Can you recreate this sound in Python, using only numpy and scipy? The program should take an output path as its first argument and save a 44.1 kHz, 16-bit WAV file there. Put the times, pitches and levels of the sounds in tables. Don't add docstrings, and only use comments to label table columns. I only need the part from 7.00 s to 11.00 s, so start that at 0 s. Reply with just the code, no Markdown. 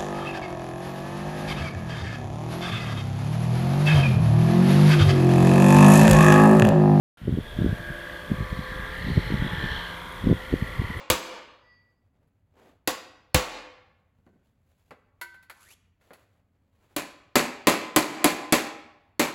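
import sys
import numpy as np
from scipy import signal
from scipy.fft import rfft, irfft
from scipy.io import wavfile
from scipy.ndimage import uniform_filter1d

SR = 44100
rng = np.random.default_rng(int(sys.argv[2]) if len(sys.argv) > 2 else 0)


def convert_level_to_amplitude(level_db):
    exponent = np.asarray(level_db, float) / 20
    return 10 ** exponent


def bounce(signal):
    frames = np.transpose(np.atleast_2d(signal))
    limited = np.clip(frames, -1, 1)
    pcm = np.round(limited * 32767).astype(np.int16)
    wavfile.write(sys.argv[1], SR, pcm)


N = 176400
T = np.arange(N) / SR

# (time [s], pitch of the 49th order of the engine cycle [Hz])
ENGINE_SPEED = [
    (.3, 1634),
    (.8, 1633),
    (1.5, 1633),
    (2.0, 1637),
    (2.6, 1633),
    (3.0, 1626),
    (3.55, 1642),
    (4.0, 1645),
]
# (time [s], level at the listener [dB])
FLIGHT_LEVEL = [
    (.3, -42),
    (.9, -46),
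    (1.5, -44.5),
    (1.9, -42),
    (2.3, -38.5),
    (2.75, -38),
    (3.05, -42.5),
    (3.5, -41.5),
    (4.0, -44),
]
# (centre [Hz], width [Hz], even orders [dB], every second odd order [dB], noise [dB],
# level when facing away [dB])
PIPES = [(1055, 320, -13, -11, 15, -23), (1629, 145, -10, -3.5, -4, -7), (1935, 176, -1, 1.5, -4, -3.5),
         (3252, 293, -8, 0, 7, -1.5), (4010, 470, -14, 4, 8, -13), (1440, 170, 6, 3, 5, -5),
         (1767, 21, -14, 17, -18, -12), (1591, 30, 12, 0, -5, -23)]
# (outlet [index, rounded], level [dB], strongest at [s], length [s])
OUTLET_LOBES = [(0, 2.5, 1.55, 0.19), (0, 3, 2.89, 0.38), (0, 3, 3.91, 0.18), (1, 14.5, .97, 0.26),
                (1.5, 2, 3.73, 0.42), (1, -3.5, 2.32, .2), (1, 9, 1.81, 0.1), (1, 4, 2.86, 0.26),
                (2, 1, 1.06, 0.1), (2, 5, 2.16, 0.43), (2, 7.5, 4.23, 0.37), (2.5, -2, 1.5, 0.098),
                (3, 3, 2.77, 0.14), (3.5, -3.5, 2.16, 0.15), (4.5, -4, 1.61, 0.11), (4, -2.5, 2.77, 0.14),
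                (5.5, 1.5, 1.71, 0.44), (5.5, -3.5, 3.66, 0.41), (7, 3, 1.72, 0.21), (6.5, 4.5, 2.7, 0.18),
                (7, 4.5, 2.73, 0.16), (2.5, -11, 0.27, 0.14), (3, -5, 1.06, 0.12)]
# (frequency [Hz], density [dB per Hz])
ROAR_SPECTRUM = [(250, -8.5), (700, -3), (1100, -5), (1750, -6), (2550, -12.5), (3290, -3.5), (4400, -16),
                 (6000, -44)]
# (multiple of blade rate [-], crank turns added [-], level [dB], strongest at [s], length [s])
BLADE_TONES = [(2, 0, 3, 2.28, 0.35), (2, 0, -5, 2.97, .25), (3, 0, -16, 0.44, .33), (4, 0, -3, .95, 0.32),
               (5, 0, -7, 1.9, .33), (6, 0, -1.5, 1.55, 0.71), (6, 1, -3.5, 1.15, 0.27),
               (7, 0, -1.5, 0.85, 0.56), (8, 0, -6, .8, 0.42), (10, 0, -2, 2.4, 0.37),
               (11, 0, -3.5, 3.01, 0.32), (11, 1, -5, 1.6, 0.35), (11, 1, -8, 3.1, .3),
               (11, 1, -6, 3.97, 0.22), (12, 0, -7, 2.7, .3), (12, 0, -6.5, 1.8, 0.42),
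               (14, -1, -1.5, 1.62, 0.4), (14, -1, -4, 2.56, 0.18), (14, -1, -5.5, 3.8, 0.22),
               (14, 0, -4, 1.75, 0.51), (14, 0, -7, 2.9, .3), (16, 0, -4.5, 1.9, 0.23),
               (16, 0, -6.5, 3.69, 0.31), (17, 0, -5, 2.9, 0.43), (19, 0, -11.5, 0.77, 0.19),
               (6, 0, -2, 3.39, 0.37), (7, 0, -6, 2.83, .3)]
# (time [s], rumble level [dB])
GUST_LEVEL = [(0.2, -70), (0.37, -47), (0.43, -40), (0.75, -39), (0.94, -44), (1.09, -50), (1.3, -44),
              (1.46, -36.5), (1.81, -42), (2.08, -40.5), (2.25, -37), (2.55, -35.5), (2.78, -42),
              (2.93, -52), (3.19, -48), (3.34, -42.5), (3.83, -42.5), (4.0, -36)]
# (frequency [Hz], density [dB per Hz])
RUMBLE_SPECTRUM = [(15, 2), (40, 6.5), (100, -7), (200, -16), (350, -20), (500, -18.5), (1200, -54)]
# (frequency [Hz], density [dB per Hz])
BREEZE_SPECTRUM = [(20, -6), (60, 2), (130, -3), (250, -8.5), (450, -11), (800, -27)]
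# (time [s], peak [dB], frequency [Hz])
THUMPS_SUCK = [(0.276, -21, 297), (0.294, -14.5, 210), (0.327, -15, 150), (0.351, -20.5, 144),
               (0.375, -17.5, 260), (0.59, -14, 185), (0.607, -24, 113), (0.617, -15.5, 159),
               (0.646, -11.5, 210), (0.663, -12, 245), (0.675, -19, 119), (0.729, -14, 140),
               (0.807, -23, 104), (0.905, -23.5, 121), (1.304, -21, 144), (1.318, -10.5, 156),
               (1.344, -24, 138), (1.387, -19.5, 114), (1.408, -19.5, 138), (1.425, -20, 123),
               (1.529, -20.5, 148), (1.592, -20, 144),
               (2.07, -23, 181), (2.119, -15, 126), (2.176, -9, 118), (2.305, -19.5, 283),
               (2.324, -16, 186), (2.354, -16, 120), (2.398, -18, 116.6), (2.424, -14, 151),
               (2.466, -19.5, 194), (2.535, -19, 122), (2.642, -18.5, 128), (2.659, -20, 135),
               (3.242, -16.5, 154), (3.272, -8.5, 196), (3.292, -13, 169), (3.31, -10.5, 186),
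               (3.328, -8, 248), (3.347, -21.5, 103), (3.515, -39, 132), (3.54, -8.5, 241),
               (3.625, -13.5, 135), (3.797, -14.5, 97), (3.819, -19, 210), (3.846, -23, 112),
               (3.904, -21, 168), (3.973, -20.5, 88),
               (0.218, -30.5, 152),
    (.281, -14, 274),
    (3.276, -13, 205),
    (3.316, -7.5, 167),
    (3.3, -13, 290),
    (3.529, -16, 293),
               (.237, -28, 127), (.256, -23, 140), (.312, -24, 170), (.34, -17, 150), (.362, -26, 150),
                (.57, -23, 90.5), (.635, -21.5, 150), (2.014, -29, 109), (2.047, -22, 120),
                (2.132, -21, 80), (2.275, -27, 111), (2.335, -22, 150), (2.375, -22, 120),
                (2.584, -23.5, 110), (1.721, -26.5, 131), (1.76, -29.5, 111), (1.799, -25.5, 120),
                (2.721, -25, 91), (3.262, -20, 100)]
# (time [s], peak [dB], frequency [Hz])
THUMPS_PUSH = [
    (.387, -12.5, 171),
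    (.621, -12, 161),
    (.694, -15.5, 116),
    (2.18, -10.5, 153),
    (2.087, -17.5, 194),
    (2.103, -17, 187),
    (2.342, -11.5, 142),
    (2.449, -17.5, 150),
]
# (frequency [Hz], density [dB per Hz])
HISS_SPECTRUM = [(300, 14), (2000, 15), (5500, 0), (8000, -3), (10300, -0.5), (12500, -0.5), (14500, -5),
                 (16300, -8)]

ENGINE_ORDER, BLADES_PER_CYCLE = 49, 2.576
JITTER_CYCLES, SMEAR_RAD = 0.0005, 0.09
PUFF_LOW, PUFF_HIGH, SHARP_HZ = 0.25, 0.33, 2500
ROAR_DB, ROAR_GATE = 1.5, 0.4
BLADE_DB, OFF_LOBE_DB, BLADE_FADE_DB = -44, -16, 1
SHIMMER_DB = 1.0
THUMP_CYCLES, THUMP_SKEW_RAD, EDGE_DB, EDGE_HZ = 0.3, 0.44, -1, 390
LUMPS_DB, FLUTTER_DB, FLUTTER_S, BREEZE_DB = 2.5, -16.5, 0.012, -48.5
HISS_DB, HISS_FOLLOWS, HISS_FADE = -47.5, 0.22, 0.74
CRICKET_DB, CRICKET_HZ = -73, 10250
START_S, FADE_END_S, FADE_FROM_DB = 0.172, 0.66, -15.5
MIC_LOW_HZ, CUTOFF_HZ = 40, 15900


def rms_one(x):
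    return x / np.sqrt(np.mean(x ** 2) + 1e-20)


def in_time(rows):
    time_s, value = np.transpose(rows)
    return np.interp(T, time_s, value)


def bell(t, length_s):
    return np.exp(-0.5 * (t / length_s) ** 2)


def drift(rate_hz):
    r = np.exp(-80 * np.pi * rate_hz / SR)
    draws = rng.standard_normal(N // 40 + 2002)
    slow = rms_one(signal.lfilter([1], [1, -2 * r, r * r], draws)[2000:])
    return np.interp(np.arange(N) / 40, np.arange(len(slow)), slow)


def coloured(spectrum):
    hz, db = np.transpose(spectrum)
    log_hz = np.log(np.arange(1, N // 2 + 2) * SR / N)
    gain = convert_level_to_amplitude(np.interp(log_hz, np.log(hz), db, right=-120))
    return rms_one(irfft(rfft(rng.standard_normal(N)) * gain, N))


def resonate(x, hz, width_hz):
    r = np.exp(-np.pi * width_hz / SR)
    poles = [1, -2 * r * np.cos(2 * np.pi * hz / SR), r * r]
    return signal.lfilter([(1 - r * r) / 2, 0, (r * r - 1) / 2], poles, x)


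def ring(x, hz, width_hz, second_width_hz):
    return rms_one(resonate(resonate(x, hz, width_hz), hz, second_width_hz))


def exhaust(cycles):
    order = np.arange(1025)
    audible = (order > 0) * (order < 200)
    smear = np.exp(1j * SMEAR_RAD * order ** 2)
    position = (cycles + JITTER_CYCLES * drift(36)) % 1 * 2048
    out = 0
    for pipe, (hz, width_hz, even_db, third_db, noise_db, aside_db) in enumerate(PIPES):
        order_db = np.choose(order % 4, [even_db, 0, even_db, third_db])
        cycle = irfft(convert_level_to_amplitude(order_db) * audible * smear)
        beats = np.interp(position, np.arange(2049), np.append(cycle, cycle[0]))
        sharpness = PUFF_HIGH if hz > SHARP_HZ else PUFF_LOW
        gate = np.exp(sharpness * np.cos(4 * np.pi * cycles - 0.3))
        beats = ring(beats, hz, width_hz, 2 * width_hz)
        noise = ring(gate * rng.standard_normal(N), hz, width_hz, 2 * width_hz)
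        facing = convert_level_to_amplitude(aside_db)
        for outlet, db, peak_s, length_s in OUTLET_LOBES:
            if round(outlet) == pipe:
                facing = facing + convert_level_to_amplitude(db) * bell(T - peak_s, length_s)
        out = out + facing * rms_one(beats + convert_level_to_amplitude(noise_db) * noise)
    puff = np.cos(4 * np.pi * cycles - 0.5) + 0.28 * np.cos(8 * np.pi * cycles - 1)
    return out + convert_level_to_amplitude(ROAR_DB) * (1 + ROAR_GATE * puff) * coloured(ROAR_SPECTRUM)


def propeller(cycles):
    out = 0
    for multiple, crank, db, peak_s, length_s in BLADE_TONES:
        lobe_db = OFF_LOBE_DB * (1 - bell(T - peak_s, length_s))
        per_cycle = round(multiple) * BLADES_PER_CYCLE + 2 * round(crank)
        phase = 2 * np.pi * cycles * per_cycle + 0.059 * multiple * drift(11.0)
        level_db = BLADE_DB + db + lobe_db + BLADE_FADE_DB * drift(8.2)
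        out = out + convert_level_to_amplitude(level_db) * np.sin(phase + rng.uniform(0, 6.58))
    return out


def through_air(x):
    edges_hz = 200 * 2 ** np.arange(0, 5.4, 1 / 3)
    out = 0
    for low, high in zip(edges_hz, edges_hz[1:]):
        band = signal.sosfilt(signal.butter(2, [low, high], "band", fs=SR, output="sos"), x)
        out = out + band * convert_level_to_amplitude(SHIMMER_DB * (drift(1.09) + 0.44 * drift(3.7)))
    return convert_level_to_amplitude(in_time(FLIGHT_LEVEL)) * out


def pulse(t, hz, phase_rad=0):
    return bell(t * hz, THUMP_CYCLES) * np.cos(2 * np.pi * hz * t + phase_rad)


def wind():
    suck = np.array(THUMPS_SUCK)
    rows = np.vstack([suck, THUMPS_PUSH])
    signs = np.where(np.arange(len(rows)) < len(suck), -1, 1)
    skews = rng.uniform(-1.1, 1, len(rows))
    thumps, stir = np.zeros(N), np.zeros(N)
    for (time_s, db, hz), sign, skew in zip(rows, signs, skews):
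        near = slice(int((time_s - 0.1) * SR), int((time_s + 0.1) * SR))
        t = T[near] - time_s
        thumps[near] += sign * convert_level_to_amplitude(db) * pulse(t, hz, THUMP_SKEW_RAD * skew)
        thumps[near] += sign * convert_level_to_amplitude(2 * db + EDGE_DB) * pulse(t, EDGE_HZ)
        stir[near] += convert_level_to_amplitude(2 * db) * bell(t, FLUTTER_S)
    rumble = convert_level_to_amplitude(in_time(GUST_LEVEL) + 4.0 + LUMPS_DB * drift(5.7)) * coloured(RUMBLE_SPECTRUM)
    flutter_noise = coloured([(30, 3.5), (110, 8.5), (260, -5.0), (450, -10.0), (800, -49.0)])
    flutter = convert_level_to_amplitude(FLUTTER_DB + 2 * drift(51)) * np.sqrt(stir) * flutter_noise
    breeze = convert_level_to_amplitude(BREEZE_DB + 2.0 * drift(6.7)) * coloured(BREEZE_SPECTRUM)
    return thumps + rumble + flutter + breeze * np.clip((T - START_S) / 0.3, 0, 1)


def field():
    ticks = (rng.random(N) < 14.0 / SR) * convert_level_to_amplitude(2.3 * rng.standard_normal(N))
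    bursts = uniform_filter1d(ticks, size=300) * rng.standard_normal(N)
    insects = convert_level_to_amplitude(CRICKET_DB) * ring(bursts + 1e-18, CRICKET_HZ, 1100, 900)
    level_db = in_time(FLIGHT_LEVEL)
    hiss_db = HISS_DB + HISS_FOLLOWS * (level_db - level_db.mean())
    return convert_level_to_amplitude(hiss_db) * coloured(HISS_SPECTRUM) + insects


def scene():
    cycles = np.cumsum(in_time(ENGINE_SPEED) / ENGINE_ORDER) / SR
    started = T > START_S
    ramp = np.clip((T - START_S) / (FADE_END_S - START_S), 0, 1)
    fade = started * (convert_level_to_amplitude(FADE_FROM_DB) + (1 - convert_level_to_amplitude(FADE_FROM_DB)) * ramp)
    aircraft = through_air(exhaust(cycles)) + propeller(cycles)
    return (fade * aircraft + fade ** HISS_FADE * field() + started * wind())[None]


def band_limit(x):
    return signal.sosfilt(signal.butter(12, 15810, fs=SR, output="sos"), x)


def record(dry):
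    low_cut = signal.butter(2, MIC_LOW_HZ, "high", fs=SR, output="sos")
    top_cut = signal.cheby2(20, 60, CUTOFF_HZ, fs=SR, output="sos")
    mix = signal.sosfilt(np.vstack([low_cut, top_cut]), np.tanh(dry))
    return band_limit(mix)


dry = scene()
out = record(dry)
bounce(out)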